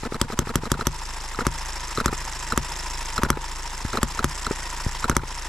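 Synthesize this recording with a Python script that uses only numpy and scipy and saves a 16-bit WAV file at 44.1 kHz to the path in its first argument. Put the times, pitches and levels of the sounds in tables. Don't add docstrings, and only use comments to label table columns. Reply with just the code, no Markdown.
import sys
import numpy as np
from scipy import signal
from scipy.fft import rfft, irfft, next_fast_len
from scipy.io import wavfile
from scipy.ndimage import uniform_filter1d, map_coordinates

SR = 44100
rng = np.random.default_rng(int(sys.argv[2]) if len(sys.argv) > 2 else 0)


def ratio_of_db(decibels):
    return 10 ** (np.asarray(decibels, float) / 20)


def output_pcm(signal):
    pcm = np.clip(np.atleast_2d(signal).T, -1, 1) * 32767
    wavfile.write(sys.argv[1], SR, np.round(pcm).astype(np.int16))


N = 241917
T = np.arange(SR // 6) / SR


def unit(x):
    return x / np.sqrt(np.mean(x ** 2) + 1e-20)


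def along(points, hz):
    f, v = np.transpose(points)
    return np.interp(np.log(hz + 1), np.log(f + 1), v)


def wobble(rate):
    knots = rng.standard_normal(int(N * rate / SR) + 4)
    return map_coordinates(knots, [np.arange(N) * rate / SR])


def filtered(x, response):
    m = next_fast_len(x.shape[-1] + 8192)
    return irfft(rfft(x, m) * response(np.fft.rfftfreq(m, 1 / SR)), m)[..., :x.shape[-1]]


def resonant(x, peaks):
    def shape(f):
        total = 0
        for k, (center, width, db) in enumerate(peaks):
            damping = 1j * f * width
            total = total + (-1) ** k * ratio_of_db(db) * damping / (center * center - f * f + damping)
        return total
    return unit(filtered(x, shape))


def hiss(peaks, size):
    return resonant(rng.standard_normal(size), peaks)


def ring(modes, scatter_db, delay=0):
    t = np.clip(T - delay, 0, None)
    out = np.zeros(len(T))
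    for hz, db, t60 in modes:
        level_db = db + scatter_db * rng.normal()
        out += ratio_of_db(level_db - 60 * t / t60) * np.sin(2 * np.pi * hz * t)
    return out


def burst(start, rise, t60):
    t = np.clip(T - start, 0, None)
    return (1 - np.exp(-t / rise)) * ratio_of_db(-60 * t / t60)


def add(out, s, sound):
    i = max(round(s * SR), 0)
    out[i:i + len(sound)] += sound[:len(out) - i]


# (frequency [Hz], level per Hz [dB])
AIR = [(25, -22), (58, -56), (250, -24), (754, -52), (1000, -7.5), (5000, -7), (11000, -15), (16000, -56)]


def still_air():
    return unit(filtered(rng.standard_normal((2, N)), lambda hz: ratio_of_db(along(AIR, hz))))


# (frequency [Hz], time to fall 60 dB [s])
SHOP = [(150, 0.14), (1000, 0.23), (10000, 0.073)]


def shop(x):
    hz, t, z = signal.stft(rng.standard_normal((2, SR // 3)), SR, nperseg=256)
    fade = ratio_of_db(-60 * t / along(SHOP, hz)[:, None])
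    tail = signal.istft(z * fade, SR, nperseg=256)[1]
    late = np.pad(x, (220, 0))[None]
    return signal.fftconvolve(late, tail / np.linalg.norm(tail[0]), axes=1)[:, :N]


FIRED = [2, 4, 6, 8, 10, 18, 26, 33, 42, 43, 53, 56, 68, 69]


def cam():
    pop_lag_s, sag_per_s2 = .0205, 2.5
    ticks = [(pop[0] - pop_lag_s, n) for pop, n in zip(POPS, FIRED)]
    first, last = (-.077, -1), (5.569, 75)
    s, turns = np.transpose([first, *ticks, last])
    t = np.arange(N) / SR
    k = np.searchsorted(s, t) - 1
    since, span = t - s[k], np.diff(s)[k]
    even = turns[k] + np.diff(turns)[k] * since / span
    return even + sag_per_s2 / 2 * since * (span - since)


def sealed():
    depth_db, cycle = np.zeros(N), cam()
    seal_db = -15

    def hush(length, db):
        return db * np.sin(np.pi * np.clip(T / length, 0, 1)) ** .5

    for s, *_ in SNORTS:
        at = cycle[round(s * SR)]
        if .35 < at % 1 < .9:
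            shut = s + .014
            opens = np.searchsorted(cycle, np.ceil(at) + .12) / SR
            add(depth_db, shut, hush(opens - shut, seal_db))
    for k in np.flatnonzero(np.diff(FIRED) == 1):
        add(depth_db, POPS[k + 1][0], hush(.1, -14))
    for s, *_ in POPS:
        add(depth_db, s + .008, hush(.045, -6))
    return ratio_of_db(np.maximum(depth_db, seal_db - 4))


# (time [s], level [dB])
BREATH = [(0.0, -50.5), (0.78, -49), (1.11, -44), (1.39, -44), (1.59, -42), (2.9, -41), (3.11, -40.5),
          (3.25, -42), (3.42, -44), (3.6, -43.5), (4.59, -41), (4.95, -41.5), (5.14, -44.5), (5.48, -43)]
# (place [cycles], width [cycles], port level [dB], pipe level [dB], gear level [dB])
STROKES = [
    (.1, .05, -3, -9, -7),
    (.2, .03, -16, -7, -9),
    (.36, .04, 0, 1, 0),
    (.44, .03, -5, -9, -6),
    (.6, .055, -2, -5, -3),
    (.9, .04, -1, -10, -4),
]
# (beats [per cycle], level [dB], lead [turns])
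PUMP = [(1, -24, 0), (2, 0, .24), (4, -4.5, -.1), (6, -17, -.29), (8, -20, -.1), (10, -22, .2)]
# (frequency [Hz], width [Hz], level [dB])
PORT = [(3420, 1150, -6), (5263, 770, 0.5), (6280, 650, -8), (7465, 750, -0.5), (9380, 590, -12.5),
        (10690, 760, -11), (12140, 1500, -19.5)]
# (frequency [Hz], width [Hz], level [dB])
PIPE = [(147.6, 26, -2), (360.6, 55, -7.5), (524, 84, -11), (949.5, 110, 2.5)]
# (frequency [Hz], width [Hz], level [dB])
GEAR = [(1250, 400, -2.5), (1860, 360, -0.5), (2633, 395, -5), (3840, 500, -13)]
# (frequency [Hz], level [dB], time to fall 60 dB [s])
TICK = [(6350, 0, .013), (5500, -3, .01), (7500, -1, .01), (2000, -3, .012), (1000, -8, .02),
        (370, -12, .03), (620, -10, .02), (10600, -10, .006)]
# (frequency [Hz], level [dB], time to fall 60 dB [s])
TOCK = [(5400, 2, .016), (6400, -8, .01), (1000, -6, .02), (2000, -2, .012), (370, -7, .03), (620, -5, .02),
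        (10600, -9, .006)]


def coasting():
    cycle, sealed_gain = cam(), sealed()
    flow_db = np.interp(np.arange(N) / SR, *np.transpose(BREATH))
    flow_db = flow_db - flow_db.mean()
    port_db, pipe_db = -41 + flow_db, -40 + .52 * flow_db
    gear_db, pump_db = -42.5 + .97 * flow_db, -34.5 + .44 * flow_db

    gates = ratio_of_db([[-15], [-9], [-4]]) * np.ones((3, N))
    for at, width, *level_db in STROKES:
        off = (cycle - at + .5) % 1 - .5
        gates += ratio_of_db(level_db)[:, None] * np.exp(-.5 * (off / width) ** 2)

    jets = np.zeros(N)
    for hz, width, db in PORT:
        flutter = ratio_of_db(db + 3 * wobble(220)) * np.sqrt(width)
        jets += flutter * resonant(hiss([(hz, width, db)], N), [(hz, 3 * width, 0)])
    port = ratio_of_db(port_db) * unit(gates[0] * jets)
    block_hum = ratio_of_db(-13) * np.sqrt(gates[2]) * hiss(PIPE[:3], N)
    pipe = ratio_of_db(pipe_db) * unit(gates[1] * hiss(PIPE[3:], N) + block_hum)
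    gear = ratio_of_db(gear_db) * unit(gates[2] * ratio_of_db(.73 * wobble(250)) * hiss(GEAR, N))
    pump = np.zeros(N)
    for beats, db, lead in PUMP:
        pump += ratio_of_db(db + wobble(5.1)) * np.cos(2 * np.pi * (beats * cycle + lead))
    out = sealed_gain * port + sealed_gain ** .6 * gear + pipe + ratio_of_db(pump_db) * unit(pump)

    contact = np.floor(2 * (cycle + .025))
    for i in np.flatnonzero(np.diff(contact)):
        second = contact[i + 1] % 2
        level = ratio_of_db(port_db[i] + 19 - 4 * second) * sealed_gain[i]
        click = ring(TOCK if second else TICK, 1.8)
        add(out, i / SR, level * burst(0, .0006, .024) * click)
    return out


# (time [s], level [dB])
LATCH_SLIPS = [
    (3.159, -26),
    (5.024, -22),
]


def leaks():
    out = np.zeros(N)
    lead_s = .017
    window = burst(0, .0012, .12) * np.clip((lead_s - T) / .004, 0, 1)
    lifts = [(s - lead_s, leak_db) for s, *_, leak_db in POPS]
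    for s, *_ in PUFFS:
        if any(.03 < s - snap[0] < .065 for snap in SNORTS):
            lifts.append((s - lead_s, -29.5))
    for s, db in lifts + LATCH_SLIPS:
        jet_db = min(-29, db - 4.5)
        song = ratio_of_db(db - 9.5) * hiss(PIPE[3:], len(T))
        jet = ratio_of_db(jet_db - 7.5) * hiss(GEAR, len(T)) + ratio_of_db(jet_db - 14.5) * hiss(PORT, len(T))
        add(out, s, window * (song + jet))
    return out


# (time [s], puff level [dB], rasp level [dB], thud level [dB])
PUFFS = [(0.03, -20.5, -4, -17), (0.119, -23.5, -1.5, -18), (0.298, -21, -6, -23), (0.468, -21.5, -4, -14),
         (0.631, -26.5, -2, -9), (0.789, -22.5, -3, -14), (1.386, -21.5, 1, -16), (1.978, -20, -4, -11),
         (2.125, -19.5, -1.5, -18), (3.369, -22.5, -4, -20), (3.847, -19.5, -8, -7.5), (3.95, -24, 1, -19),
         (4.507, -19.5, -2.5, -17), (4.862, -14, -31, -9), (5.231, -23.5, -6, -16)]


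def puffs():
    out = np.zeros(N)
    for s, db, rasp_db, thud_db in PUFFS:
        push = ring([(232, -3, .0067), (514, -8, .0093)], .97, .0021)
        suction = ring([(107, 3.5, .03), (65, -2, .065)], 1, .0032)
        thud = ratio_of_db(thud_db + 5.5) * (push - suction)
        knock_modes = [(422, 12.1, .012), (832, 6.6, .011), (1250, 2.8, .019)]
        knock = burst(.0029, .0022, .24) * ring(knock_modes, 2.3, .00334)
        rasp = burst(.0005, .0043, .033) * hiss(GEAR + THROAT, len(T))
        add(out, s, ratio_of_db(db + 2.5) * (thud + ratio_of_db(rasp_db + .5) * (knock + ratio_of_db(.5) * rasp)))
    return out


# (time [s], ring level [dB], ring frequency [Hz], flutter level [dB])
SNORTS = [(0.051, -31, 1320, -32.5), (0.1436, -30, 1250, -32.5), (0.2367, -37, 1460, -40),
          (0.322, -30.5, 1250, -33), (0.407, -37, 1430, -37.5), (0.492, -30, 1280, -33.5),
          (0.573, -37, 1440, -40), (0.6546, -30.5, 1250, -33.5), (0.7404, -27, 1370, -38),
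          (0.81, -23, 1325, -32), (1.346, -31.5, 1280, -52), (1.407, -25, 1380, -32),
          (1.974, -22.5, 1250, -35), (2.0013, -19, 1340, -30.5), (2.0806, -22, 1345, -34.5),
          (2.5218, -18.5, 1324, -30), (3.179, -19, 1320, -30), (3.249, -24, 1430, -33),
          (3.329, -30, 1390, -47), (3.932, -24, 1330, -29.5), (3.9719, -20, 1280, -30.5),
          (4.191, -20, 1320, -32), (4.466, -20.5, 1326, -34.5), (5.0417, -17.5, 1344, -30),
          (5.1133, -25.5, 1420, -34.5), (5.1936, -35, 1410, -51)]
# (frequency [Hz], width [Hz], level [dB])
THROAT = [(215, 116, 7.5), (464, 303, 3.5), (860, 230, -0.5), (1460, 1010, -4.5)]


def snorts():
    out = np.zeros(N)
    for s, db, hz, drawn_db in SNORTS:
        flutter_db = drawn_db - db
        edge_db = -8 - .0512 * (hz - 1320)
        length = .024 - .0006 * max(-flutter_db, 0)
        draw = np.sin(np.pi * np.clip(T / (length + .0035), 0, 1)) ** .47

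        gaps = SR / 205 / (1 + .05 * np.arange(24)) * rng.uniform(.93, 1.07, 24)
        slaps = np.zeros(len(T))
        slaps[np.cumsum(gaps).astype(int)] = ratio_of_db(1.8 * rng.standard_normal(24))
        slapping = resonant(uniform_filter1d(slaps, size=9), THROAT)
        flutter = draw * (slapping + .45 * hiss(THROAT, len(T)))
        air = ratio_of_db(flutter_db - 14) * draw * hiss(GEAR + PORT, len(T))

        tone_modes = [(hz, 7, .03), (.927 * hz, -1, .03), (1.046 * hz, -2, .025)]
        tone = burst(.00024, .00083, .88) * ring(tone_modes, .7, .00032)
        clink = ring([(4070, -.75, .027), (4020, .2, .017)], .8, .0007)
        spit = ratio_of_db(4.5) * burst(.0005, .00056, .011) * hiss(CRACK, len(T))
        snap = tone + ratio_of_db(edge_db) * (clink + spit) + ratio_of_db(flutter_db + 1) * flutter + air
        gulp = ratio_of_db(drawn_db + 4) * ring([(130, 0, .05), (85, -3, .07)], 2, .002)
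        add(out, s, ratio_of_db(db) * snap - gulp)
    return out


# (time [s], bark level [dB], crack level [dB], valve leak level [dB])
POPS = [(0.2132, -17, -14, -26), (0.389, -16.5, -15.5, -26), (0.555, -16, -15, -22), (0.716, -16, -15, -25),
        (0.8683, -17, -16.5, -24), (1.4661, -13.5, -17.5, -16), (2.058, -13, -17.5, -16.5),
        (2.575, -12.5, -16.5, -28), (3.2326, -12, -19, -15.5), (3.3018, -10, -15.5, -20),
        (4.0295, -13.5, -17.5, -22.5), (4.2424, -12, -18, -18), (5.0957, -12.5, -19, -14),
        (5.1653, -10.5, -14, -27)]
# (frequency [Hz], level [dB], time to fall 60 dB [s])
BARK = [(1260, 2, 0.0088), (1610, -3, 0.0039), (950, -20.5, 0.13)]
# (frequency [Hz], width [Hz], level [dB])
CRACK = [(2020, 190, 2.5), (3600, 1020, -6), (4540, 410, 0), (6100, 410, 8.5), (7690, 280, 10),
         (9200, 1270, -1.5), (11600, 1660, -0.5)]
# (frequency [Hz], level [dB], time to fall 60 dB [s])
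SHELL = [(2290, -9, 0.0057), (3270, -1.5, 0.0085), (4930, -9, 0.0077), (6120, -5, 0.0055),
         (7710, -14.5, 0.0054), (9860, -7, 0.0067), (11740, -23, 0.0076)]
# (frequency [Hz], level [dB], time to fall 60 dB [s])
PUSH = [(257.4, 6, 0.016), (349, -9.5, 0.052), (553, -16.5, 0.051)]
# (frequency [Hz], level [dB], time to fall 60 dB [s])
SUCTION = [(50.5, -9.5, 0.14), (100, 12, 0.013)]
# (frequency [Hz], level [dB], time to fall 60 dB [s])
BLOCK = [(145, 0, 0.25), (166, 3, 0.09), (237.3, -5, 0.089), (112, 0, 0.12), (82, -1, 0.14)]


def pops():
    out = np.zeros(N)
    lag = .002
    for s, db, crack_db, _ in POPS:
        bark = ratio_of_db(db + 8) * burst(.00074, .00032, .06) * ring(BARK, .44, .00072)
        jet = burst(.0011, .0006, .008) * hiss(CRACK, len(T))
        mouth = burst(.001, .00082, .018) * ring(SHELL, 1.66, .001016)
        crack = ratio_of_db(crack_db + 10) * (jet + mouth)
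        hum = ratio_of_db(-14) * ring(BLOCK, 2.6, lag)
        push = ratio_of_db(-12.5) * (ring(PUSH, 1, lag) - ring(SUCTION, .63, lag) + hum)
        wake = ratio_of_db(db - 37) * burst(.0035, .00084, .052) * hiss(GEAR + PORT, len(T))
        add(out, s, bark + crack + push + wake)
    return out


# (frequency [Hz], level [dB])
SIDE_DB = [(40, -57), (400, -18.5), (700, -15), (1300, -20), (2400, -2.5), (5500, -6), (9000, -17),
           (14000, 0)]
# (frequency [Hz], level [dB])
LEAN = [(60, 1.4), (500, 1), (1400, -.2), (2800, .4), (5600, -.8), (11000, -2.8)]


def ports(x):
    z = signal.stft(x, nperseg=128)[2]
    scatter = np.exp(2j * np.pi * rng.random(z.shape))
    side = signal.istft(z * scatter, nperseg=128)[1][:N]
    side = filtered(side, lambda hz: ratio_of_db(along(SIDE_DB, hz) - 2.5))

    def lean(hz):
        left_over_right = ratio_of_db(along(LEAN, hz)) * np.exp(2j * np.pi * hz * 1.5e-5)
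        return left_over_right ** np.array([[.5], [-.5]])

    return filtered(np.array([x + side, x - side]), lean)


def scene():
    engine = coasting() + leaks() + puffs() + snorts() + pops()
    air = ratio_of_db(-46) * np.sqrt(sealed()) * still_air()
    return ports(engine) + ratio_of_db(-23) * shop(engine) + air


def roll_off(x):
    return signal.sosfilt(signal.butter(12, 16480, fs=SR, output="sos"), x)


def record(dry):
    heard = filtered(dry, lambda hz: (hz > 8) / (1 + (hz / 14800) ** 16))
    top = 1.15
    mix = heard / (1 + np.abs(heard / top) ** 6) ** (1 / 6)
    return roll_off(mix)


dry = scene()
out = record(dry)
output_pcm(out)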